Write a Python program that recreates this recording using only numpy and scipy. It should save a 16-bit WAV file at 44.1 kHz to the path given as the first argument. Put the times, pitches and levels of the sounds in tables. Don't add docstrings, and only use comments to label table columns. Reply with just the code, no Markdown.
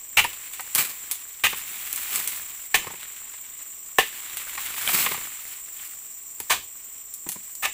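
import sys
import numpy as np
from scipy import signal
from scipy.fft import rfft, irfft, next_fast_len
from scipy.io import wavfile
from scipy.ndimage import map_coordinates

SR = 44100
rng = np.random.default_rng(int(sys.argv[2]) if len(sys.argv) > 2 else 0)


def master_out(mix):
    frames = np.transpose(np.atleast_2d(mix))
    ceiling = np.clip(frames, -1, 1)
    pcm = np.round(ceiling * 32767).astype(np.int16)
    wavfile.write(sys.argv[1], SR, pcm)


N = 340893


def amp(db):
    return 10 ** (np.asarray(db) / 20)


def unit(x):
    return x / np.sqrt(np.mean(x ** 2) + 1e-20)


def along(points, hz):
    f, v = np.transpose(points)
    return np.interp(np.log(hz + 1), np.log(f + 1), v)


def wobble(rate):
    points = rng.standard_normal(int(N * rate / SR) + 4)
    return map_coordinates(points, [np.arange(N) * rate / SR])


def fade(t, t60):
    return np.exp(-np.log(1000) * np.maximum(t, 0) / max(t60, 1e-4))


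def colour(x, gain_db, size=4096):
    spectrum = amp(gain_db(np.fft.rfftfreq(size, 1 / SR))) + 1e-6
    cepstrum = irfft(np.log(spectrum))
    cepstrum[1:size // 2] *= 2
    cepstrum[size // 2 + 1:] = 0
    response = irfft(np.exp(rfft(cepstrum)))
    return signal.fftconvolve(x, response / np.linalg.norm(response))[:len(x)]


def shaped(x, points):
    return colour(x, lambda hz: along(points, hz))


def crackle(n, rate, spread_db):
    chance, sign, size = rng.random(n), rng.choice([-1, 1], n), rng.standard_normal(n)
    return unit((chance < rate / SR) * sign * amp(spread_db * np.minimum(size, 2)))


def add(track, s, sound):
    i = max(round(s * SR), 0)
    track[i:i + len(sound)] += sound[:N - i]


def cicada(beat_hz, high_hz, low_hz, lag, overtone_db):
    out, t = np.zeros(N), np.arange(SR // 80) / SR
    rate = beat_hz * (1 + .01 * wobble(2))
    beat_count = np.floor(np.cumsum(rate) / SR + rng.random())
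    beats = np.flatnonzero(np.diff(beat_count)) / SR
    for s in np.concatenate([beats, beats + lag]):
        late, detune, size = rng.standard_normal(3)
        falling_hz = low_hz + (high_hz - low_hz) * np.exp(-t / .005)
        phase = 2 * np.pi * np.cumsum(falling_hz * (1 + .012 * detune)) / SR
        tone = np.sin(phase) + amp(overtone_db) * np.sin(2 * phase)
        chirp = np.sin(np.pi * t / t[-1]).clip(0) ** 0.29 * fade(t, 0.2) * tone
        add(out, min(s + .001 * late, (N - 1) / SR), amp(2 * size) * chirp)
    return unit(out)


# (time [s], level [dB])
CICADA_LEVEL = [(0.0, -39), (0.39, -39.5), (1.14, -40), (2.13, -39), (2.56, -39), (4.0, -39.5), (5.02, -38),
                (5.17, -37.5), (5.42, -39.5), (7.06, -40), (7.73, -38)]
# (frequency [Hz], level per Hz [dB])
CHORUS_TONE = [(5000, -29.5), (6600, -32), (7150, 3), (7600, 0.5), (8100, -1), (8550, -7.5), (8950, -53),
               (12500, -68), (13800, -8.5), (14450, -2), (14900, -5), (15500, -8.5)]


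def insects():
    times, levels = np.transpose(CICADA_LEVEL)
    level_db = np.interp(np.arange(N) / SR, times, levels)
    near = cicada(beat_hz=24.06, high_hz=8920, low_hz=6730, lag=0.01, overtone_db=-1.0)
    chorus = amp(1.1 * wobble(50)) * shaped(rng.standard_normal(N), CHORUS_TONE)
    swarm = chorus + amp(-5.5 + .8 * wobble(1.5)) * near

    pulse_hz = 6.5 + .8 * wobble(2)
    pulsing_db = 2.5 * np.sin(2 * np.pi * np.cumsum(pulse_hz) / SR)
    cricket_tone = [(4800, -31.5), (5500, -17.5), (5950, -13.5), (7000, -38.5)]
    cricket = amp(-59.0 + pulsing_db) * shaped(rng.standard_normal(N), cricket_tone)
    return amp(level_db) * swarm + cricket


# (cut time [s], landing time [s], rustle on landing [dB], swell [dB per s],
# leaflet hiss over the rustle [dB], sagging time [s], settling t60 [s],
# crash level [dB], crash rise setting [s], crash length [s])
FALLING_FRONDS = [(0.191, 0.78, -46.5, 3, 4.5, 0.35, 3.2, -18, 0.0081, 0.011),
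                  (1.453, 2.148, -38, 7, 6.5, 0.18, 1.5, -24, 0.04, 0.0042),
                  (4.0, 4.938, -33, 13.5, 1.5, 0.09, 1.7, -18, 0.065, 0.08)]
# (time [s], rustle level [dB])
BOOT_STEPS = [(5.45, -48), (5.83, -47.5), (6.11, -55), (6.45, -55.5), (6.882, -59.5), (7.42, -55)]
STEP_S, STEP_HISS_DB = 0.17, 8.5
OPENING_SWAY_DB = -53
SHAKE_T60_S, SHAKE_HISS_DB = 5.5, -11.5
SHIVER_DB, SHIVER_T60_S = -13, 0.35
STILL_RUSTLE_DB, STILL_HISS_DB = -64, -55.5


def leaf_motion():
    t = np.arange(N) / SR
    moves = [(amp(OPENING_SWAY_DB) * fade(t, SHAKE_T60_S), SHAKE_HISS_DB)]  # (rustle, hiss over it [dB])
    for s, *_, shake_db in CHISEL_BLOWS:
        moves.append((amp(shake_db) * (t > s) * fade(t - s, SHAKE_T60_S), SHAKE_HISS_DB))
    for cut, landing, db, swell, hiss_db, sagging, t60, *_ in FALLING_FRONDS:
        falling = (t > cut) * amp(db - swell * np.maximum(landing - t, 0))
        moves.append((falling * fade(t - landing - sagging, t60), hiss_db))
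    for s, db in BOOT_STEPS:
        moves.append((amp(db) * np.exp(-((t - s) / STEP_S) ** 2), STEP_HISS_DB))
    shiver = sum(amp(db + SHIVER_DB) * (t > s) * fade(t - s, SHIVER_T60_S) for s, db, *_ in CHISEL_BLOWS)
    rustle_energy = sum(move ** 2 for move, _ in moves)
    hiss_energy = sum((amp(db) * move) ** 2 for move, db in moves)
    rustle = np.sqrt(amp(STILL_RUSTLE_DB) ** 2 + rustle_energy)
    hiss = np.sqrt(amp(STILL_HISS_DB) ** 2 + shiver ** 2 + hiss_energy)
    return rustle, hiss


# (frequency [Hz], level per Hz [dB])
LEAFLET_TONE = [(2500, -31), (4500, -16), (6500, -11.5), (8000, -3.5), (10000, -10.5), (12500, -6),
                (14500, -4), (15500, 5)]
# (frequency [Hz], level per Hz [dB])
RIB_TONE = [(450, -39.5), (750, -8.5), (1100, -3.5), (1450, -3), (2200, 3.5), (3000, 0.5), (4000, -2.5),
            (5000, -11), (7000, -6)]
# (frequency [Hz], level per Hz [dB])
GROUND_TONE = [(20, 2.5), (60, 3), (150, -4), (400, -1.5), (650, -8), (1200, 0.5), (3000, -98.5)]
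DRAG_DB, STILL_RUMBLE_DB = -22.5, -67


def fronds(motion, leaflets):
    flurry = wobble(45)
    brushes = crackle(N, rate=6000, spread_db=6)
    scrapes = crackle(N, rate=2500, spread_db=4.5)
    hiss = leaflets * amp(6.0 + 2 * flurry) * shaped(brushes, LEAFLET_TONE)
    rustle = motion * amp(0.3 + 1.4 * flurry) * shaped(scrapes, RIB_TONE)
    drag_level = np.hypot(amp(DRAG_DB) * motion, amp(STILL_RUMBLE_DB)) * amp(3.0 + 1.1 * wobble(29))
    drag = drag_level * shaped(rng.standard_normal(N), GROUND_TONE)
    ticks, t = np.zeros(N), np.arange(SR // 50) / SR
    for when, pitch, size in rng.random((450, 3)):
        note = np.sin(2 * np.pi * 1100 * 3.5 ** pitch * t)
        tick = fade(t, .011) * (note + .7 * rng.standard_normal(len(t)))
        add(ticks, when * N / SR, (.8 + 2.4 * size ** 3) * tick)
    return hiss + rustle + drag + motion * ticks


def ring(modes, t):
    out = 0
    for k, (hz, db, t60) in enumerate(modes):
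        swell = np.sin(np.pi / 2 * np.minimum(hz * t, 1)) ** 2
        out = out + (-1) ** k * amp(db) * swell * fade(t, t60) * np.sin(2 * np.pi * hz * t)
    return out


# (time [s], level [dB], tearing time [s], fade t60 [s], trunk thud relative to blow [dB],
# hollow tone [dB], bite tone [dB], splinter tone [dB], rise [s], resonance ratio,
# blade ring relative to blow [dB], last fibre crack [dB], low shudder [dB], crown rustle [dB])
CHISEL_BLOWS = [(0.1692, -12, 0.028, 0.1, -30, -4, -3, -1.5, 0.0033, 1.06, -26, -21, -37.5, -47),
                (1.4362, -14.5, .033, 0.04, -20, -3, 0.5, -1.5, 0.0036, 0.96, -19, -13, -46, -41.5),
                (2.742, -14, 0.018, 0.043, -11.5, -4, 2.5, 2.5, 0.0024, 0.91, -3.5, -30, -37.5, -42.5),
                (3.984, -13, 0.0036, 0.23, -0.5, -3.5, 0.5, -2, 0.0019, 0.98, 0, -25.5, -49, -46.5),
                (6.497, -15, 0.03, 0.21, -14, 4.5, 3.5, 5, 0.0086, 0.9, -6.5, -23, -39, -53),
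                (7.623, -18, 0.035, 0.14, -21, 1, -3, -0.5, 0.028, 0.99, -7, -2.5, -49, -52)]
# (frequency [Hz], level per Hz [dB])
STALK_TONE = [(40, -11.5), (200, -19.5), (400, -20), (600, -13.5), (1000, -8.5), (1450, -11), (2000, -10.5),
              (2700, 0.5), (3800, -5), (5000, -13.5), (7800, -8), (10500, -18), (15000, -11)]
# (frequency [Hz], width [Hz], lift [dB])
STALK_RESONANCES = [(807, 250, 9.5), (1218, 253, 7), (1480, 180, -5.5), (1876, 665, 14), (2684, 280, 6),
                    (3740, 310, 1)]
# (frequency [Hz], level [dB], t60 [s])
BLADE_RING = [(1776, 8, 0.045), (1112, -7, 0.098)]
# (frequency [Hz], level [dB], t60 [s])
TRUNK_RING = [(444, 4.5, 0.033), (586, -13.5, 0.078), (763, 4, 0.036), (1080, 3, 0.035)]


def chops():
    out, t = np.zeros(N), np.arange(SR // 3) / SR
    for (s, db, tearing, t60, thud_db, hollow_db, bite_db, splinter_db,
         rise, ratio, ring_db, last_db, shudder_db, _) in CHISEL_BLOWS:
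        attack = np.minimum(t / max(rise, 1e-4), 1)
        after_tear = 0.17 * fade(t - tearing, 0.02) + 0.98 * fade(t - tearing, t60)
        last_bundle = amp(last_db) * fade(np.abs(t - tearing), 0.0088)
        force = attack * fade(t, 0.4) * after_tear + last_bundle
        tint = [(120, -0.54), (400, -1.8), (750, hollow_db), (1150, hollow_db), (1900, -1.1),
                (3200, bite_db), (6000, splinter_db)]

        def stalk_db(hz):
            lifts = sum(lift * np.exp(-2 * ((hz / ratio - f) / w) ** 2) for f, w, lift in STALK_RESONANCES)
            return along(STALK_TONE, hz) + along(tint, hz) + lifts

        tear = colour(force * crackle(len(t), rate=7000, spread_db=0.0), stalk_db)
        add(out, s, amp(db) * (tear + amp(ring_db) * attack * ring(BLADE_RING, t)))
        add(out, s + rise, amp(db + thud_db) * ring(TRUNK_RING, t))
        shudder = fade(t, 0.34) * shaped(rng.standard_normal(len(t)), GROUND_TONE)
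        add(out, s + tearing, amp(shudder_db) * shudder)
    return out


SMALL_SNAPS_PER_S, SMALL_SNAP_DB, SMALL_SNAP_SPREAD_DB = 11, 12, -1


def small_snaps(motion):
    count = int(SMALL_SNAPS_PER_S * N / SR)
    share = np.cumsum(np.sqrt(motion))
    rows = []
    for when, size, body in rng.random((count, 3)):
        i = np.searchsorted(share, when * share[-1])
        db = 20 * np.log10(motion[i]) + SMALL_SNAP_DB + SMALL_SNAP_SPREAD_DB * (2 * size - 1)
        rows.append((i / SR, db, -4 - 18 * body, -1))
    return rows


# (time [s], level [dB], body tone [dB], first crack [dB])
RIB_SNAPS = [(0.242, -10.5, -5, -1), (0.3311, -20, -6, -2.5), (0.5354, -19, -10.5, -4),
             (0.607, -24.5, -36, 5), (0.7497, 3.5, -16.5, -8.5), (0.7804, -20, -7, 6.5),
             (1.1127, -2.5, -18, -9), (1.928, -13, -22, 0.5), (1.96, -16.5, -26.5, 3),
             (2.158, -9.5, -13, 2.5), (2.275, -6.5, -17.5, -2.5), (3.0302, -23.5, -2, -2),
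             (3.8615, -26, -19, -2), (4.3705, -12.5, -10, -2), (4.8758, -14.5, 0.5, 7.5),
             (5.0624, -9, 4.5, -3), (5.7905, -21, 2, -18), (6.4016, -17, -17, 2),
             (7.1387, -15.5, -27, -5.5), (7.2894, -8, -19.5, -5.5), (7.3177, -10, -19.5, -7.5),
             (7.5523, -24, -23, 3.5)]


def snaps(motion):
    out, t = np.zeros(N), np.arange(SR // 5) / SR
    for s, db, body_db, crack_db in RIB_SNAPS + small_snaps(motion):
        crack = 1.3 * amp(crack_db) * fade(t - .0015, .008)
        bounce = .24 * (t > .005) * fade(t - .008, .03)
        shiver = .15 * fade(t, .22)
        splinters = (crack + bounce + shiver) * crackle(len(t), rate=15000, spread_db=3)
        tone = [(200, body_db - 6.5), (1100, body_db + 6), (3200, body_db + 15),
                (5500, -5.5), (8000, 2.5), (15000, 1.5), (17000, -8.0)]
        add(out, s, amp(db - 11.5) * shaped(splinters, tone))
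    return out


# (first contact time [s], level [dB], gap between bounces [s], weight [dB])
BOUNCING_PIECES = [(2.868, -30.5, 0.033, -15), (5.113, -24, 0.03, -17)]
TUMBLE_HZ, TUMBLE_LOSS_DB = 1110, 4.5


def tumbles(count=3):
    rows = []
    for s, db, gap, weight_db in BOUNCING_PIECES:
        for k in range(count):
            note_hz = TUMBLE_HZ * (1 + 0.11 * rng.standard_normal())
            rows.append((s + k * gap, db - TUMBLE_LOSS_DB * k, weight_db, note_hz))
    return rows


# (time [s], level [dB], weight [dB], pitch [Hz])
WOOD_KNOCKS = [(0.243, -21.5, -26, 950), (0.594, -27, -36, 860), (0.754, -26, -20, 1120),
               (1.527, -26, -21.5, 1020), (2.841, -36.5, -20, 856), (3.336, -40, -30, 1070),
               (4.576, -26.5, -41, 1150), (4.886, -24, -48, 695), (4.942, -31, -10, 1250),
               (5.062, -23, -23.5, 1100), (6.4, -35.5, -10.5, 927), (7.263, -33, -4.5, 930),
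               (7.288, -38, -13, 799), (7.357, -37, -9.5, 1050)]
# (frequency [Hz], level per Hz [dB])
WOOD_TONE = [(40, -9.5), (150, 1.5), (400, 3.5), (650, -6), (1000, -2.5), (1450, -10), (1900, -0.5),
             (3000, -10), (6000, -18.5), (15000, -42.5)]


def knocks():
    out, t = np.zeros(N), np.arange(SR // 6) / SR
    for s, db, weight_db, pitch_hz in WOOD_KNOCKS + tumbles():
        push = np.minimum(t / .002, 1) * fade(t - .007, .04) * crackle(len(t), rate=5000, spread_db=3)

        def wood_db(hz):
            note = 8.4 * np.exp(-((hz - pitch_hz) / 140) ** 2)
            return along(WOOD_TONE, hz) + note + along([(350, weight_db + 12), (800, 0.017)], hz)

        add(out, s, amp(db - 2.5) * colour(push, wood_db))
    return out


# (frequency [Hz], level per Hz [dB])
CRASH_TONE = [(24, -35), (40, -28), (150, -8.5), (653, -11), (1080, -4.5), (1160, -2), (1730, -4),
              (2390, 1.5), (3220, -5.5), (4130, -3.5), (6010, -8), (7910, 2), (9410, -6.5), (15500, 3)]
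CRASH_T60_S = 0.43


def landings():
    t = np.arange(N) / SR
    swell = np.zeros(N)
    for _, s, *_, db, rise, length in FALLING_FRONDS:
        swell += amp(db) * fade(s - t, 7 * rise) * fade(t - s - length, CRASH_T60_S)
    return shaped(swell * amp(2 * wobble(110)) * crackle(N, rate=5000, spread_db=5), CRASH_TONE)


# (frequency [Hz], t60 [s])
GROVE_FADE = [(100, 0.3), (1000, 0.075), (3000, 0.31), (8000, 0.25), (15000, 0.15)]


def grove(x):
    hz, t, bands = signal.stft(rng.standard_normal(SR // 2), SR, nperseg=256)
    fading = amp(-60 * t / along(GROVE_FADE, hz)[:, None])
    tail = signal.istft(bands * fading, SR, nperseg=256)[1]
    return signal.fftconvolve(x, tail / np.linalg.norm(tail))[:N]


def scene():
    motion, leaflets = leaf_motion()
    work = chops() + snaps(motion) + knocks()
    echo = amp(-8.5) * grove(work)
    return (work + echo + fronds(motion, leaflets) + landings() + insects())[None]


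TOP_HZ = 15560


def record(dry):
    held = dry / (1 + np.abs(dry) ** 6) ** (1 / 6)
    m = next_fast_len(N + SR // 2)
    kept = np.fft.rfftfreq(m, 1 / SR) < TOP_HZ
    return irfft(rfft(held, m) * kept, m)[..., :N]


dry = scene()
out = record(dry)
master_out(out)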